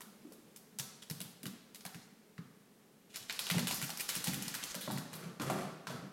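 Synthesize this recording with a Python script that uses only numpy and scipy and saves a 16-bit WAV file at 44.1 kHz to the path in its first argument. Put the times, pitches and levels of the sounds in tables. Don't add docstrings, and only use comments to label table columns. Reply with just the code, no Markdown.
import sys
import numpy as np
from scipy import signal
from scipy.fft import rfft, irfft, next_fast_len
from scipy.io import wavfile
from scipy.ndimage import uniform_filter1d

SR = 44100
rng = np.random.default_rng(int(sys.argv[2]) if len(sys.argv) > 2 else 0)


def int16_out(signal):
    q = np.round(np.clip(np.atleast_2d(signal).T, -1, 1) * 32767)
    wavfile.write(sys.argv[1], SR, q.astype(np.int16))


N = 269891
TIME = np.arange(N) / SR

# (frequency [Hz], relative level [dB])
AIR_SPECTRUM = [(25, -26), (65, -23), (90, -23.5), (140, -9), (210, -0.5), (300, -11), (430, -11),
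                (600, -16), (1000, -20.5), (2000, -23.5), (5000, -28), (16000, -29.5)]
RUG_SPECTRUM = [(70, -16), (150, 11), (260, -3), (420, -1.5), (750, -7), (950, -11), (1170, -3),
                (1500, -9.5), (2500, -9.5), (5000, -17), (11500, -21.5), (16000, -36)]
SKID_SPECTRUM = [(150, 1), (400, 2), (800, -5), (1400, 2.5), (1800, 3.5), (2700, 0), (3650, 1), (4400, 2.5),
                 (7000, 5), (12000, -0.5), (16000, -13)]
CLAW_SPECTRUM = [(150, -9.5), (400, -4), (700, 0), (1200, 3.5), (1800, 4), (2600, 5.5), (4500, 1.5),
                 (7000, -1), (12000, -4.5), (16000, -10.5)]
# (frequency [Hz], nominal width [Hz], level [dB])
HUM_BANDS = [(218.8, 7.7, -75), (422, 22, -75)]
# (frequency [Hz], t60 [s], relative level [dB])
TAIL_BANDS = [(97, 0.47, -1.5), (200, 0.7, 2.5), (493, 0.94, 0.5), (1200, 0.99, -1.5), (2520, 1, -7),
              (5000, 0.84, -3), (9740, 0.56, -2), (15000, 0.34, 4)]
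# (delay [s], gain [ratio])
REFLECTIONS = [(.0021, 0.25), (.0078, 0.29), (0.0114, .15), (0.0174, .12)]
# (time [s], duration [s], level [dB])
RUG_SHOVES = [(5.107, 0.15, -52), (5.391, 0.13, -42.5), (5.569, 0.022, -45), (5.884, 0.024, -45.5)]
# (time [s], level [dB], pitch [Hz])
FLOOR_KNOCKS = [(0.25, -45, 298), (.318, -51.5, 426), (.791, -57, 940), (1.205, -54, 690),
                (1.456, -49, 1200), (1.853, -45.5, 816), (2.38, -54.5, 1250), (3.545, -39, 780),
                (3.585, -44.5, 557), (3.708, -40.5, 830), (3.894, -44.5, 762), (4.268, -43, 740),
                (4.746, -45.5, 560), (4.876, -38, 826), (4.903, -38.5, 940), (5.4, -36, 286),
                (5.412, -39, 1200), (5.4988, -31.5, 730), (5.509, -37, 320), (5.541, -41.5, 870),
                (5.59, -55, 640), (5.872, -49, 1120), (5.902, -43, 630)]
# (frequency re board pitch [ratio], relative level [dB], t60 [s])
BOARD_MODES = [(0.779, -11, 0.11), (.9, 1.5, 0.077), (1.027, 1.5, 0.098), (1.55, -9, 0.16),
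               (1.82, -10, 0.11), (2.8, -13.5, 0.087)]
# (time [s], level [dB], board pitch [Hz])
PAW_LANDINGS = [(.794, -44, 145.4), (1.105, -38, 162), (1.205, -46, 173), (1.251, -48, 160),
                (1.434, -43.5, 238), (1.458, -39, 169), (1.855, -48, 180), (1.949, -45.5, 155),
                (2.384, -40, 154.7), (3.203, -56, 126), (3.511, -35, 159.4), (3.545, -34, 177),
                (3.562, -27.5, 156.5), (3.623, -37, 172.4), (3.714, -44, 210.6), (3.825, -38, 157),
                (4.163, -44.5, 160), (4.275, -34, 172.6), (4.324, -39, 138), (4.366, -40.5, 179.6),
                (4.469, -46.5, 158), (4.756, -45.5, 200), (4.877, -38, 194.3), (4.915, -37, 165.8),
                (4.951, -38, 150.3), (5.249, -44.5, 173), (5.4, -38.5, 219), (5.47, -41, 147),
                (5.518, -41, 173), (5.643, -43, 188), (5.874, -48, 158), (5.942, -44, 141),
                (6.022, -45.5, 189)]
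# (time [s], duration [s], level [dB])
CLAW_SLIPS = [(.787, 0.025, -44.5), (1.018, 0.024, -49.5), (1.886, .19, -64), (3.089, .07, -62),
              (3.136, 0.038, -48.5), (3.28, .03, -53), (3.328, 0.039, -63), (3.389, .096, -60),
              (3.667, 0.034, -41.5), (3.692, 0.062, -42.5), (3.817, 0.037, -42), (3.99, 0.027, -40),
              (4.082, 0.024, -38.5), (4.137, 0.053, -43), (4.24, 0.06, -44), (4.39, 0.11, -51),
              (4.623, 0.019, -41), (4.696, 0.03, -45.5), (4.801, 0.08, -47), (4.866, 0.13, -50)]
# (time [s], level [dB], ring [Hz], treble lift [dB], trailing claw re leading [dB])
FOOTFALLS = [(.007, -44.5, 1330, 10, -1), (0.3222, -52, 4800, 14.5, -2), (0.5612, -46.5, 5540, 16, -7),
             (0.7869, -34.5, 6600, 9, 1), (1.0997, -37, 5000, 11.5, -3), (1.2042, -38, 3250, 12, 0),
             (1.4316, -43, 3720, 12, -12), (1.4556, -41, 2680, 7, 1), (1.7467, -45, 4200, 12, -1.5),
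             (1.808, -50.5, 4400, 2, -12), (1.8521, -39, 1790, 8, -3), (1.9456, -45.5, 2110, 4, -12),
             (2.38, -47.5, 1590, -8, -19), (3.1592, -37, 4870, 9, -3), (3.297, -32.5, 2280, -7, -6.5),
             (3.325, -39.5, 4620, 10, -18), (3.392, -28.5, 3870, 7.5, -12), (3.4679, -34.5, 2830, 1, -9),
             (3.4907, -39, 3500, 6, -18), (3.501, -27.5, 2310, 4, -1.5), (3.5823, -32, 1970, 4, -1.5),
             (3.6713, -30, 2970, 10, -3.5), (3.711, -30.5, 3460, 10, -11), (3.745, -34, 3670, 26, -5),
             (3.816, -35, 2300, 9, -0.5), (3.8443, -39, 2960, 23, -12), (3.8934, -39.5, 1340, 8.5, 3.5),
             (3.9734, -37, 5130, 13, -9), (3.9974, -38.5, 4670, 14, 6), (4.0909, -30.5, 2380, 10, -3),
             (4.1524, -32, 2600, 14, -6), (4.242, -31, 5870, 14, -19), (4.272, -32.5, 2540, 8.5, -3.5),
             (4.334, -36.5, 1950, 11, 1.5), (4.4236, -36, 6270, 12.5, -13.5), (4.481, -35, 5000, 7, -23),
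             (4.5419, -35, 1600, 8, 0), (4.6379, -34.5, 6600, 9, -16), (4.7446, -39, 1700, 6.5, 2.5),
             (4.8099, -43, 3300, 27, -1), (4.9112, -43.5, 1400, 15, 2.5), (4.975, -39.5, 1630, 5, -2),
             (5.131, -44.5, 1570, 6, 1.5), (5.153, -46.5, 1620, 31, -8), (5.23, -53, 1790, -11, -10),
             (5.3986, -38.5, 1320, -5, -29), (5.4185, -39, 1250, 6, -14), (5.5, -37, 1850, 6.5, -8),
             (5.8702, -36.5, 1350, -5.5, -6.5)]


def undb(db):
    return 10 ** (np.asarray(db) / 20)


def unit(x):
    return x / np.sqrt(np.mean(x ** 2))


def peak_unit(x, size):
    return x / np.sqrt(uniform_filter1d(x ** 2, size, mode="constant").max())


def add(track, s, sound):
    i = max(int(s * SR), 0)
    track[i:i + len(sound)] += sound[:max(N - i, 0)]


def colour(x, points):
    size = next_fast_len(len(x) + 2048, True) * 2
    hz, db = np.transpose(points)
    f = np.maximum(np.fft.rfftfreq(size, 1 / SR), 1)
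    cepstrum = irfft(np.log(undb(np.interp(np.log(f), np.log(hz), db))))
    cepstrum[1:size // 2] *= 2
    cepstrum[size // 2 + 1:] = 0
    return irfft(rfft(x, size) * np.exp(rfft(cepstrum)))[:len(x)]


def resonate(x, hz, width_hz):
    return signal.lfilter(*signal.iirpeak(min(hz, SR / 2 - 1), hz / width_hz, fs=SR), x)


def fade(t, t60):
    return np.exp(-np.log(1000) * t / t60)


def stick_slip(size, per_s, spread_db):
    ticks = (rng.random(size) < per_s / SR) * rng.choice([-1, 1], size)
    return ticks * undb(spread_db * np.minimum(rng.exponential(size=size), 3))


def away(s, leaves_s=3.06, arrives_s=4.75):
    return np.clip((s - leaves_s) / (arrives_s - leaves_s), 0, 1)


def room_share(s, near_db=-0.5, far_db=2.5):
    return near_db + (far_db - near_db) * away(s)


def background(air_db=-64, start_lift_db=4, settle_s=0.8):
    air = unit(colour(rng.standard_normal(N), AIR_SPECTRUM)) * undb(air_db)
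    hum = np.zeros(N)
    for hz, width, db in HUM_BANDS:
        band = resonate(rng.standard_normal(N), hz, 2 * width)
        hum += unit(resonate(band, hz, 2 * width)) * undb(db)
    return (air + hum) * undb(start_lift_db * np.exp(-TIME / settle_s))


def room(direct, room_feed, build_s=0.0018):
    t = np.arange(SR) / SR
    hz, t60s, dbs = np.transpose(TAIL_BANDS)
    log_f = np.log(np.maximum(np.fft.rfftfreq(len(t), 1 / SR), 1))
    noise = rfft(rng.standard_normal(len(t)))
    bands = [irfft(noise * np.interp(log_f, np.log(hz), share), len(t)) for share in np.eye(len(hz))]
    tail = sum(band * fade(t, t60) * undb(db) for band, t60, db in zip(bands, t60s, dbs))
    tail *= 1 - np.exp(-(t / build_s) ** 2)
    out = direct + signal.fftconvolve(room_feed, tail / np.linalg.norm(tail))[:N]
    bright = signal.sosfilt(signal.butter(1, 900, "high", fs=SR, output="sos"), direct)
    for delay, gain in REFLECTIONS:
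        add(out, delay, gain * bright)
    return out


def rug(attack_s=0.017, stop_t60=0.33, direct_db=-3):
    rasp = unit(colour(stick_slip(N, per_s=1300, spread_db=4), RUG_SPECTRUM))
    slide = np.zeros(N)
    for s, length, db in RUG_SHOVES:
        onset = np.clip((TIME - s) / attack_s, 0, 1)
        slide += undb(db) * onset * fade(np.maximum(TIME - s - length, 0), stop_t60)
    out = rasp * slide
    return np.array([out * undb(direct_db), out])


def knocks(rattle=0.29, rattle_t60=0.031, rebound_s=0.024, rebound_db=-8.5, gain_db=-1, room_db=-5):
    out = np.zeros(N)
    t = np.arange(4096) / SR
    for s, db, hz in FLOOR_KNOCKS:
        for lag, drop_db in ((0, 0), (rebound_s, rebound_db)):
            force = rattle * rng.standard_normal(len(t)) * fade(t, rattle_t60)
            force[0] += 2
            ring = resonate(resonate(force, hz, hz / 2), hz, hz / 2)
            add(out, s + lag, peak_unit(ring, size=176) * undb(db + drop_db + gain_db))
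    return np.array([out, out * undb(room_db + room_share(TIME))])


def paws(rise_s=0.0042, lowest_hz=108, room_db=-6, far_lift_db=5.8):
    out = np.zeros(N)
    t = np.arange(SR // 3) / SR
    onset = 1 - np.exp(-(t / rise_s) ** 2)
    for s, db, hz in PAW_LANDINGS:
        detunes = 1 + 0.033 * rng.standard_normal(len(BOARD_MODES))
        boom = sum(undb(mode_db) * fade(t, t60) * np.sin(2 * np.pi * hz * ratio * detune * t)
                   for (ratio, mode_db, t60), detune in zip(BOARD_MODES, detunes))
        add(out, s, peak_unit(boom * onset, size=256) * undb(db))
    out = signal.sosfilt(signal.butter(3, lowest_hz, "high", fs=SR, output="sos"), out)
    return np.array([out, out * undb(room_db + far_lift_db * away(TIME))])


def skids(drag_s=0.091, drag_db=-18, base_hz=3100, ring_db=-3, ring_q=3.4, gain_db=-2, room_db=-1.5):
    out = np.zeros(N)
    drags = [(s, drag_s, db + drag_db) for s, db, *_ in FOOTFALLS if 0 < away(s) < 1]
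    slips = CLAW_SLIPS + drags
    pitches = base_hz * 2 ** rng.uniform(-0.35, 1.0, len(slips))
    for (s, length, db), hz in zip(slips, pitches):
        judder = stick_slip(SR // 4, per_s=1500, spread_db=0.5)[:int(length * SR)]
        scrape = unit(judder) + undb(ring_db) * unit(resonate(judder, hz, hz / ring_q))
        scrape = colour(scrape, [(3600, 0), (6000, -5 * away(s))])
        add(out, s, unit(scrape) * signal.windows.tukey(len(scrape), 0.5) * undb(db + gain_db))
    out = unit(colour(out, SKID_SPECTRUM)) * np.std(out)
    return np.array([out, out * undb(room_db)])


def claw_strikes(walk_lag_s=0.0106, run_lag_s=0.0072, trail_hz=4080, trail_lift_db=1.5):
    for s, db, hz, treble_db, trail_db in FOOTFALLS:
        yield s, db, hz, treble_db
        lag = walk_lag_s + (run_lag_s - walk_lag_s) * away(s) ** 2
        yield s + lag, db + trail_db, trail_hz, treble_db + trail_lift_db


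def board_tap(force, hz, treble_db, ring_db=-3, ring_q=1.52):
    tick = unit(colour(force, CLAW_SPECTRUM))
    tick = colour(tick, [(4000, 0.011), (10000, treble_db)])
    ring = unit(resonate(resonate(force, hz, hz / ring_q), hz, hz))
    return tick + undb(ring_db) * ring


def claws(gain_db=-0.5, chatter=0.32, chatter_t60=0.025, room_treble_share=0.87):
    direct, room_feed = np.zeros((2, N))
    t = np.arange(1024) / SR
    snap = signal.unit_impulse(len(t))
    for s, db, hz, treble_db in claw_strikes():
        force = snap + chatter * rng.standard_normal(len(t)) * fade(t, chatter_t60)
        click = peak_unit(board_tap(force, hz, treble_db), size=88) * undb(db + gain_db)
        add(direct, s, click)
        diffuse = unit(board_tap(snap, hz, room_treble_share * treble_db))
        add(room_feed, s, diffuse * np.std(click) * undb(room_share(s)))
    return np.array([direct, room_feed])


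def scene(spot_count=4, spots_per_s=7):
    direct, room_feed = claws() + skids() + paws() + knocks() + rug()
    spot = np.floor(TIME * spots_per_s) % spot_count
    out = background()
    for k in range(spot_count):
        here = uniform_filter1d(1. * (spot == k), size=441)
        out += room(direct * here, room_feed * here)
    return out[None]


def record(dry, droop_db=-4, cutoff_hz=16000):
    soft = colour(dry[0], [(12500, 0), (16000, droop_db)])[None]
    return signal.sosfilt(signal.ellip(10, 0.2, 70, cutoff_hz, fs=SR, output="sos"), soft)


dry = scene()
out = record(dry)
int16_out(out)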